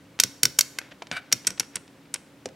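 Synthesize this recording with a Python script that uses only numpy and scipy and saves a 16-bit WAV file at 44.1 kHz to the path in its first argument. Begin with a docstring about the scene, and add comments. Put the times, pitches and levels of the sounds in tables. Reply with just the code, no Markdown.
"""In a small quiet room with a faint hum, a hand turns the rotary selector of a plastic multimeter.
The meter lies on a wooden desk, close to the microphones. At each detent (a notch of the selector) a spring
chatters for a few milliseconds and rings the case: short noise bursts through resonances.
The desk adds soft low thumps. The loose knob ticks, fingers knock and rub it, and it creaks once, from
uneven slips. Random echoes that die away make the room, and filtered noise with two tones its background."""
import sys
import numpy as np
from scipy import signal
from scipy.fft import rfft, irfft
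from scipy.io import wavfile
from scipy.ndimage import uniform_filter1d

SR = 44100
rng = np.random.default_rng(int(sys.argv[2]) if len(sys.argv) > 2 else 0)


def output_pcm(signal):
    """Save a mono or channel-first signal as 16-bit PCM at the path in sys.argv[1].

    Samples are clipped to [-1, 1] before scaling.
    """
    pcm = np.clip(np.atleast_2d(signal).T, -1, 1) * 32767
    wavfile.write(sys.argv[1], SR, np.round(pcm).astype(np.int16))


N = 112454  # length in samples

# steady air noise of the room: f/Hz, gain/dB
AIR_COLOUR = [(15, -80.5), (25, -42), (64, -17), (108, -11), (145, -6.5), (249, -10), (277, -4.5),
              (354, -13), (531, -15), (695, -20), (2280, -24), (3520, -28.5), (16000, -43.5)]
AIR_DB = -53.5  # level of the part shared by left and right
# left-right difference of the air noise, against the shared part: f/Hz, gain/dB
AIR_SIDE = [(30, -1.5), (60, -11), (120, -21.5), (1000, -11), (5000, -9), (12000, 0.5)]
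# tones of the hum: f/Hz, level/dB
HUM_TONES = [(279.9, -62), (538.3, -71)]
HUM_WAVER_DB, HUM_WAVER_RAD, HUM_WAVER_HZ = 1, 0.13, 8.7  # typical level and phase wander, fastest wander

# tone of the room reflections: f/Hz, gain/dB
ECHO_COLOUR = [(100, 11), (400, 3.5), (1500, 1.5), (3000, 0), (6000, -5), (9000, -5.5), (15000, -7)]
# time for the room to fall by 60 dB: f/Hz, time/s
ECHO_DECAY = [(150, .4), (700, 1), (2000, 0.41), (5000, 0.53), (13000, 0.55)]
TAIL_DB, EARLY_DB = -19.5, -19.5  # before the room's tone is applied
EARLY_FALL_S, ECHO_START_S, ECHO_RISE_S = 0.022, 0.003, 0.0019
ECHO_SIDE = 0.41  # share of the reflections that differs between left and right

# soft dull rubbing on the knob, between and around snaps: middle t/s, half length/s, level/dB
SKIN_RUBS = [(0.825, 0.082, -54), (0.92, .007, -42.5), (1.221, .006, -55.5), (1.259, 0.04, -57.5),
             (1.492, 0.036, -47), (1.76, 0.025, -50.5), (2.057, .005, -56.5)]
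RUB_TOP_HZ = 3000

# loudness of the creak over time: t/s, level/dB
CREAK_LOUDNESS = [(1.117, -38.5), (1.123, -35.5), (1.128, -29.5), (1.144, -38), (1.15, -36), (1.164, -36.5),
                  (1.168, -25.5), (1.178, -31), (1.183, -38.5), (1.205, -54)]
# case resonances that the creak excites: f/Hz, width/Hz, gain/dB
CREAK_RESONANCES = [(750, 105, -5.5), (1523, 110, 5.5), (1950, 250, -8), (2320, 84, 2.5), (2900, 120, -5),
                    (3720, 180, -8.5), (4600, 380, -16.5), (5480, 450, -32), (8400, 400, -23),
                    (11300, 690, -30)]
SLIP_HZ, SLIP_SCATTER = 604, 0.45  # middle slip rate, unevenness of the gaps (natural-log units)
SLIP_STRENGTH_DB, CREAK_GRIT, CREAK_TOP_HZ = 2, 0.76, 12000  # strength scatter, noise share, top edge

# thumps of the meter rocking on the desk: t/s, level/dB
DESK_THUMPS = [(.202, -45), (0.24, -31.5), (.434, -30.5), (0.46, -33), (.592, -52.5), (0.623, -46.5),
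               (1.115, -35), (1.325, -32.5), (1.473, -36), (1.508, -38), (1.609, -43.5), (1.758, -40.5),
               (2.458, -41.5)]
# tone of a desk thump: f/Hz, gain/dB
DESK_COLOUR = [(30, -27.5), (60, -20), (100, -4.5), (140, -3.5), (200, -4.5), (270, -8), (450, -11.5),
               (900, -35), (3000, -76.5)]
THUMP_RISE_S, THUMP_FALL_S = 0.0017, 0.013

# light ticks of the loose knob and its contacts: t/s, level/dB, chatter/ms, top edge f/Hz
KNOB_TICKS = [(0.1898, -32.5, 1.1, 6900), (0.8144, -41, 2.1, 3500), (1.0226, -36.5, 0.39, 7240),
              (1.0698, -42.5, 0.87, 6900), (1.3170, -32, 1.9, 7000), (1.4474, -41.5, 1.23, 6960),
              (1.5747, -40, 8.3, 6000), (1.6041, -26, 2.8, 7600), (1.629, -42.5, 5.5, 4500),
              (1.767, -32.5, 0.82, 6000), (1.8779, -50.5, 1.47, 6970), (2.146, -33.5, 4, 7000),
              (2.157, -35.5, 5.3, 6000), (2.488, -47, 0.88, 10900)]
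# finger knocks on the knob: t/s, level/dB, hollow f/Hz, hollow level/dB, brightness/dB, top edge f/Hz
FINGER_KNOCKS = [(1.0204, -36.5, 740, -34, -1, 3970), (1.1138, -24.5, 750, -56, -3.5, 8240),
                 (2.457, -31, 451, -26, 7, 9400), (2.479, -59, 600, -44.5, 0, 4000)]
# tone of ticks, knocks and rubs: f/Hz, gain/dB
KNOB_COLOUR = [(100, -14), (500, 0.5), (1000, -3.5), (1600, 0), (2300, 1.5), (4000, -2.5), (6000, -3),
               (9000, -11.5), (16000, -27.5)]
KNOCK_MS, KNOCK_BRIGHT_HZ = 0.99, 4800
HOLLOW_WIDTH, HOLLOW_FALL_MS = 0.92, 4.2  # width as a share of the pitch, fall time

# detent snaps: t/s, level/dB, chatter/ms, body/dB, treble/dB, top edge f/Hz, band f/Hz, its gain/dB
DETENT_SNAPS = [(0.1994, -5.5, 1.32, 0, 2, 14100, 3200, 1), (.2356, -11.5, 2.24, -0.5, 0, 15800, 5750, 2.5),
                (0.4318, -7.5, 2.0, -1.5, 3, 16700, 4600, -2), (0.453, -10, 3.1, 3, 0.5, 14900, 5480, 6.5),
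                (0.588, -5.5, 3.56, 4, 7.5, 14380, 6600, 7.5),
                (0.6084, -11, 1.9, -1.5, 5.5, 14700, 4600, 8.5),
                (0.7862, -22, 1.8, 14.5, 5, 12700, 4450, 6.5),
                (1.3247, -8.5, 4.45, 2.5, 3, 14500, 5680, 5.5), (1.469, -14, 1.4, -1.5, 8, 12500, 6000, 12),
                (1.4729, -15.5, 2, 6, 1, 12000, 8100, 15), (1.504, -31, 1.7, 9.5, 7, 12000, 5700, 9),
                (1.5973, -15, 1.1, 0.5, 6, 12300, 5700, 6),
                (1.756, -22.5, 3.3, 7.5, 17.5, 10130, 9500, -0.5),
                (2.1403, -21, 1.9, 3.5, 14.5, 10400, 7500, 0)]
# resonances of the plastic case: f/Hz, width/Hz, gain/dB
CASE_RESONANCES = [(1060, 40, -17.5), (1518, 105, -5), (2196, 380, -5.5), (2810, 180, -9),
                   (3200, 140, -7.5), (3780, 440, -6), (4503, 210, -0.5), (5616, 457, 3), (6824, 990, -4.5),
                   (8100, 260, -8.5), (9500, 360, -10.5), (11430, 540, -12), (14400, 310, -24.5),
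                   (15200, 500, -12)]
CRACK_DB, CRACK_LOW_HZ = -21.5, 120  # broad crack mixed with the resonances, its low edge
BODY_HZ, TREBLE_HZ, BAND_WIDTH_HZ = 3200, 7160, 900
TOP_SHELF_DB = -24.5  # what is left above a snap's top edge
LEAD_IN_DB, LEAD_IN_MS = -23.5, 1.1  # faint short noise just before each snap, level against the snap
CHATTER_RISE_MS, CHATTER_FALL_MS = 0.67, 0.99
RING_DB, RING_MS = -17.5, 5.8  # faint ring after the chatter, its fall time
SCATTER_HZ, SCATTER_SIDE = 10000, 0.64  # above this edge left and right hear a snap differently

# how much louder left is than right, for everything but the room tone: f/Hz, difference/dB
LEFT_OVER_RIGHT = [(250, -0.5), (1500, 1.1), (2500, 1.1), (4500, -0.8), (9000, -0.6), (13000, -2.5)]
CEILING, TOP_HZ = 0.8, 15800  # peaks are rounded towards the ceiling; treble is cut above the top

CLICK_SIZE = 8192  # samples computed for each short sound


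def undb(db):
    """Turn decibels into a plain factor."""
    return 10 ** (np.asarray(db) / 20)


def unit(x):
    """Scale to an rms (average strength) of 1."""
    return x / np.sqrt(np.mean(x ** 2) + 1e-20)


def blow(x, db):
    """Scale a short sound so that its energy, spread over 4 ms, has this level."""
    return x * undb(db) * np.sqrt(0.004 * SR / np.sum(x ** 2))


def freqs(size):
    """Frequencies in Hz of a spectrum of this many samples, never below 1 Hz."""
    return np.maximum(np.fft.rfftfreq(size, 1 / SR), 1)


def curve(points, f):
    """Read (Hz, value) points on a log-frequency axis."""
    p = np.array(points, float)
    return np.interp(np.log(f), np.log(p[:, 0]), p[:, 1])


def shape(x, gain):
    """Filter with the given gain per frequency, without sounding ahead of its input."""
    size = len(x)
    # folding the cepstrum (the spectrum of the log gain) forward gives minimum phase
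    cepstrum = irfft(np.log(gain + 1e-7), size)
    cepstrum[1:size // 2] *= 2
    cepstrum[size // 2 + 1:] = 0
    return irfft(rfft(x) * np.exp(rfft(cepstrum)), size)


def resonances(modes, f):
    """Gain of a set of resonances, their powers added."""
    power = 0
    for hz, width, db in modes:
        detuning = (f * f - hz * hz) / (f * width)
        power = power + undb(db) ** 2 / (1 + detuning ** 2)
    return np.sqrt(power)


def below(f, hz, order=4):
    """Gain that passes what lies below an edge; a higher order is steeper."""
    return 1 / np.sqrt(1 + (f / hz) ** (2 * order))


def add(out, s, x):
    """Mix a short sound in at a time in seconds."""
    i = int(s * SR)
    out[i:i + len(x)] += x[:len(out) - i]


def burst(envelope, size=200):
    """Dense random impacts under an envelope, with an even broad spectrum."""
    x = rng.standard_normal(len(envelope)) * envelope
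    for _ in range(2):
        power = uniform_filter1d(abs(rfft(x)) ** 2, size)
        x = shape(x, 1 / np.sqrt(power + 1e-12))
    return x


def chatter(ms):
    """A contact that builds up, rattles briefly, dies away and leaves a faint ring."""
    t_ms = np.arange(CLICK_SIZE) / SR * 1e3
    after = np.maximum(t_ms - ms, 0)
    rise = 1 - np.exp(-t_ms / CHATTER_RISE_MS)
    fall = np.exp(-after / CHATTER_FALL_MS)
    ring = undb(RING_DB) * np.exp(-after / RING_MS)
    return burst(rise * (fall + ring), size=130)


def waver():
    """Slow random wandering with an rms of 1."""
    return unit(shape(rng.standard_normal(N), below(freqs(N), HUM_WAVER_HZ, order=2)))


def room_tone():
    """Soft steady air noise from filtered noise, with a hum of wavering sine tones."""
    f, t = freqs(N), np.arange(N) / SR
    gain = undb(curve(AIR_COLOUR, f))
    mid = shape(rng.standard_normal(N), gain)
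    side = shape(rng.standard_normal(N), gain * undb(curve(AIR_SIDE, f)))
    air = np.array([mid + side, mid - side]) * undb(AIR_DB) / np.std(mid)
    hum = np.zeros(N)
    for hz, db in HUM_TONES:
        loudness = np.sqrt(2) * undb(db + HUM_WAVER_DB * waver())
        hum += loudness * np.sin(2 * np.pi * hz * t + HUM_WAVER_RAD * waver())
    return air + hum


def reflections(size=32768):
    """One response of the room: early bounces off desk and hand, then a tail that decays by band."""
    t, f = np.arange(size) / SR, freqs(size)
    spectrum, tail = rfft(rng.standard_normal(size)), 0
    for k, (_, t60) in enumerate(ECHO_DECAY):
        # each band fades over to its neighbours
        band = curve([(row[0], j == k) for j, row in enumerate(ECHO_DECAY)], f)
        tail = tail + irfft(spectrum * band) * np.exp(-np.log(1000) * t / t60)
    onset = np.clip((t - ECHO_START_S) / ECHO_RISE_S, 0, 1)
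    early = rng.standard_normal(size) * np.exp(-t / EARLY_FALL_S)
    both = undb(TAIL_DB) * unit(tail * onset) + undb(EARLY_DB) * unit(early * onset)
    return shape(both / np.sqrt(size), undb(curve(ECHO_COLOUR, f)))


def rubs():
    """Fingertips slide softly over the knob: dull noise that swells and fades."""
    t, f = np.arange(N) / SR, freqs(N)
    colour = undb(curve(KNOB_COLOUR, f)) * below(f, RUB_TOP_HZ, order=2)
    skin = unit(shape(rng.standard_normal(N), colour))
    swell = sum(undb(db) * np.exp(-((t - s) / half) ** 2) for s, half, db in SKIN_RUBS)
    return skin * swell


def creak():
    """Uneven, gritty stick and slip of the knob rings the resonances of the case."""
    f = freqs(N)
    chance = rng.standard_normal((4000, 2))
    gaps_s = np.exp(SLIP_SCATTER * chance[:, 0]) / SLIP_HZ
    at = (np.cumsum(gaps_s) * SR).astype(int)
    slips = np.bincount(at, undb(SLIP_STRENGTH_DB * chance[:, 1]), N)[:N]
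    slips = unit(slips - slips.mean()) + CREAK_GRIT * rng.standard_normal(N)
    gain = resonances(CREAK_RESONANCES, f) * below(f, CREAK_TOP_HZ, order=20)
    s, db = np.array(CREAK_LOUDNESS).T
    force = undb(np.interp(np.arange(N) / SR, s, db, left=-200, right=-200))
    return shape(slips * force, gain) / np.std(shape(slips, gain))


def desk():
    """The desk booms softly as the meter rocks: short low bursts of noise."""
    out, t = np.zeros(N), np.arange(CLICK_SIZE) / SR
    envelope = (1 - np.exp(-t / THUMP_RISE_S)) * np.exp(-t / THUMP_FALL_S)
    colour = undb(curve(DESK_COLOUR, freqs(CLICK_SIZE)))
    for s, db in DESK_THUMPS:
        add(out, s, blow(shape(burst(envelope, size=24), colour), db))
    return out


def ticks():
    """The loose knob and its contacts tick lightly: brief chatter with a soft top."""
    out, f = np.zeros(N), freqs(CLICK_SIZE)
    colour = undb(curve(KNOB_COLOUR, f))
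    for s, db, ms, top_hz in KNOB_TICKS:
        add(out, s, blow(shape(chatter(ms), colour * below(f, top_hz, order=2)), db))
    return out


def knocks():
    """Fingers knock the knob: a brief contact plus a hollow note from one wide resonance."""
    out, f = np.zeros(N), freqs(CLICK_SIZE)
    colour = undb(curve(KNOB_COLOUR, f))
    fall = np.exp(-np.arange(CLICK_SIZE) / SR * 1e3 / HOLLOW_FALL_MS)
    for s, db, hz, hollow_db, bright_db, top_hz in FINGER_KNOCKS:
        bright = undb(bright_db * (1 - below(f, KNOCK_BRIGHT_HZ) ** 2))
        contact = shape(chatter(KNOCK_MS), colour * bright * below(f, top_hz))
        add(out, s, blow(contact, db))
        hollow = resonances([(hz, hz * HOLLOW_WIDTH, 0)], f) ** 2 * below(f, 1.9 * hz, order=6)
        add(out, s, blow(shape(burst(fall, size=24), hollow), hollow_db))
    return out


def detents():
    """Faint noise leads into each snap of the spring, which rings the case."""
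    mid, side, f = np.zeros(N), np.zeros(N), freqs(CLICK_SIZE)
    crack = undb(CRACK_DB) * (1 - below(f, CRACK_LOW_HZ, order=1) ** 2)
    case = np.hypot(resonances(CASE_RESONANCES, f), crack)
    for s, db, ms, body_db, treble_db, top_hz, band_hz, band_db in DETENT_SNAPS:
        tone_db = body_db * below(f, BODY_HZ) ** 2
        tone_db = tone_db + treble_db * (1 - below(f, TREBLE_HZ, order=6) ** 2)
        # each snap has one band raised, lowered or left alone
        tone_db = tone_db + band_db * resonances([(band_hz, BAND_WIDTH_HZ, 0)], f) ** 2
        top = np.hypot(below(f, top_hz, order=12), undb(TOP_SHELF_DB))
        gain = case * undb(tone_db) * top
        for out in (mid, side):  # separate chatter for each
            add(out, s, blow(shape(chatter(ms), gain), db))
        lead_in = shape(chatter(LEAD_IN_MS), gain)
        add(mid, s - LEAD_IN_MS / 1e3, blow(lead_in, db + LEAD_IN_DB))
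    # only the top treble scatters left and right
    scatter = SCATTER_SIDE * shape(side, 1.01 - below(freqs(N), SCATTER_HZ) ** 2)
    return mid, scatter


def scene():
    """The meter close up, its reflections and the room tone, heard by a close pair of microphones."""
    snaps, scatter = detents()
    near = snaps + ticks() + knocks() + desk() + creak() + rubs()
    echo_mid = signal.fftconvolve(near, reflections())[:N]
    echo_side = signal.fftconvolve(near, reflections())[:N]
    mid, side = near + echo_mid, ECHO_SIDE * echo_side + scatter
    left_db = curve(LEFT_OVER_RIGHT, freqs(N)) / 2  # half on each side
    left = shape(mid + side, undb(left_db))
    right = shape(mid - side, undb(-left_db))
    return np.array([left, right]) + room_tone()


def record(dry):
    """The recorder rounds the loudest peaks and cuts the top."""
    rounded = CEILING * np.tanh(dry / CEILING)
    top_cut = signal.ellip(8, 0.2, 70, TOP_HZ, fs=SR, output="sos")
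    return signal.sosfilt(top_cut, rounded)


dry = scene()
out = record(dry)
output_pcm(out)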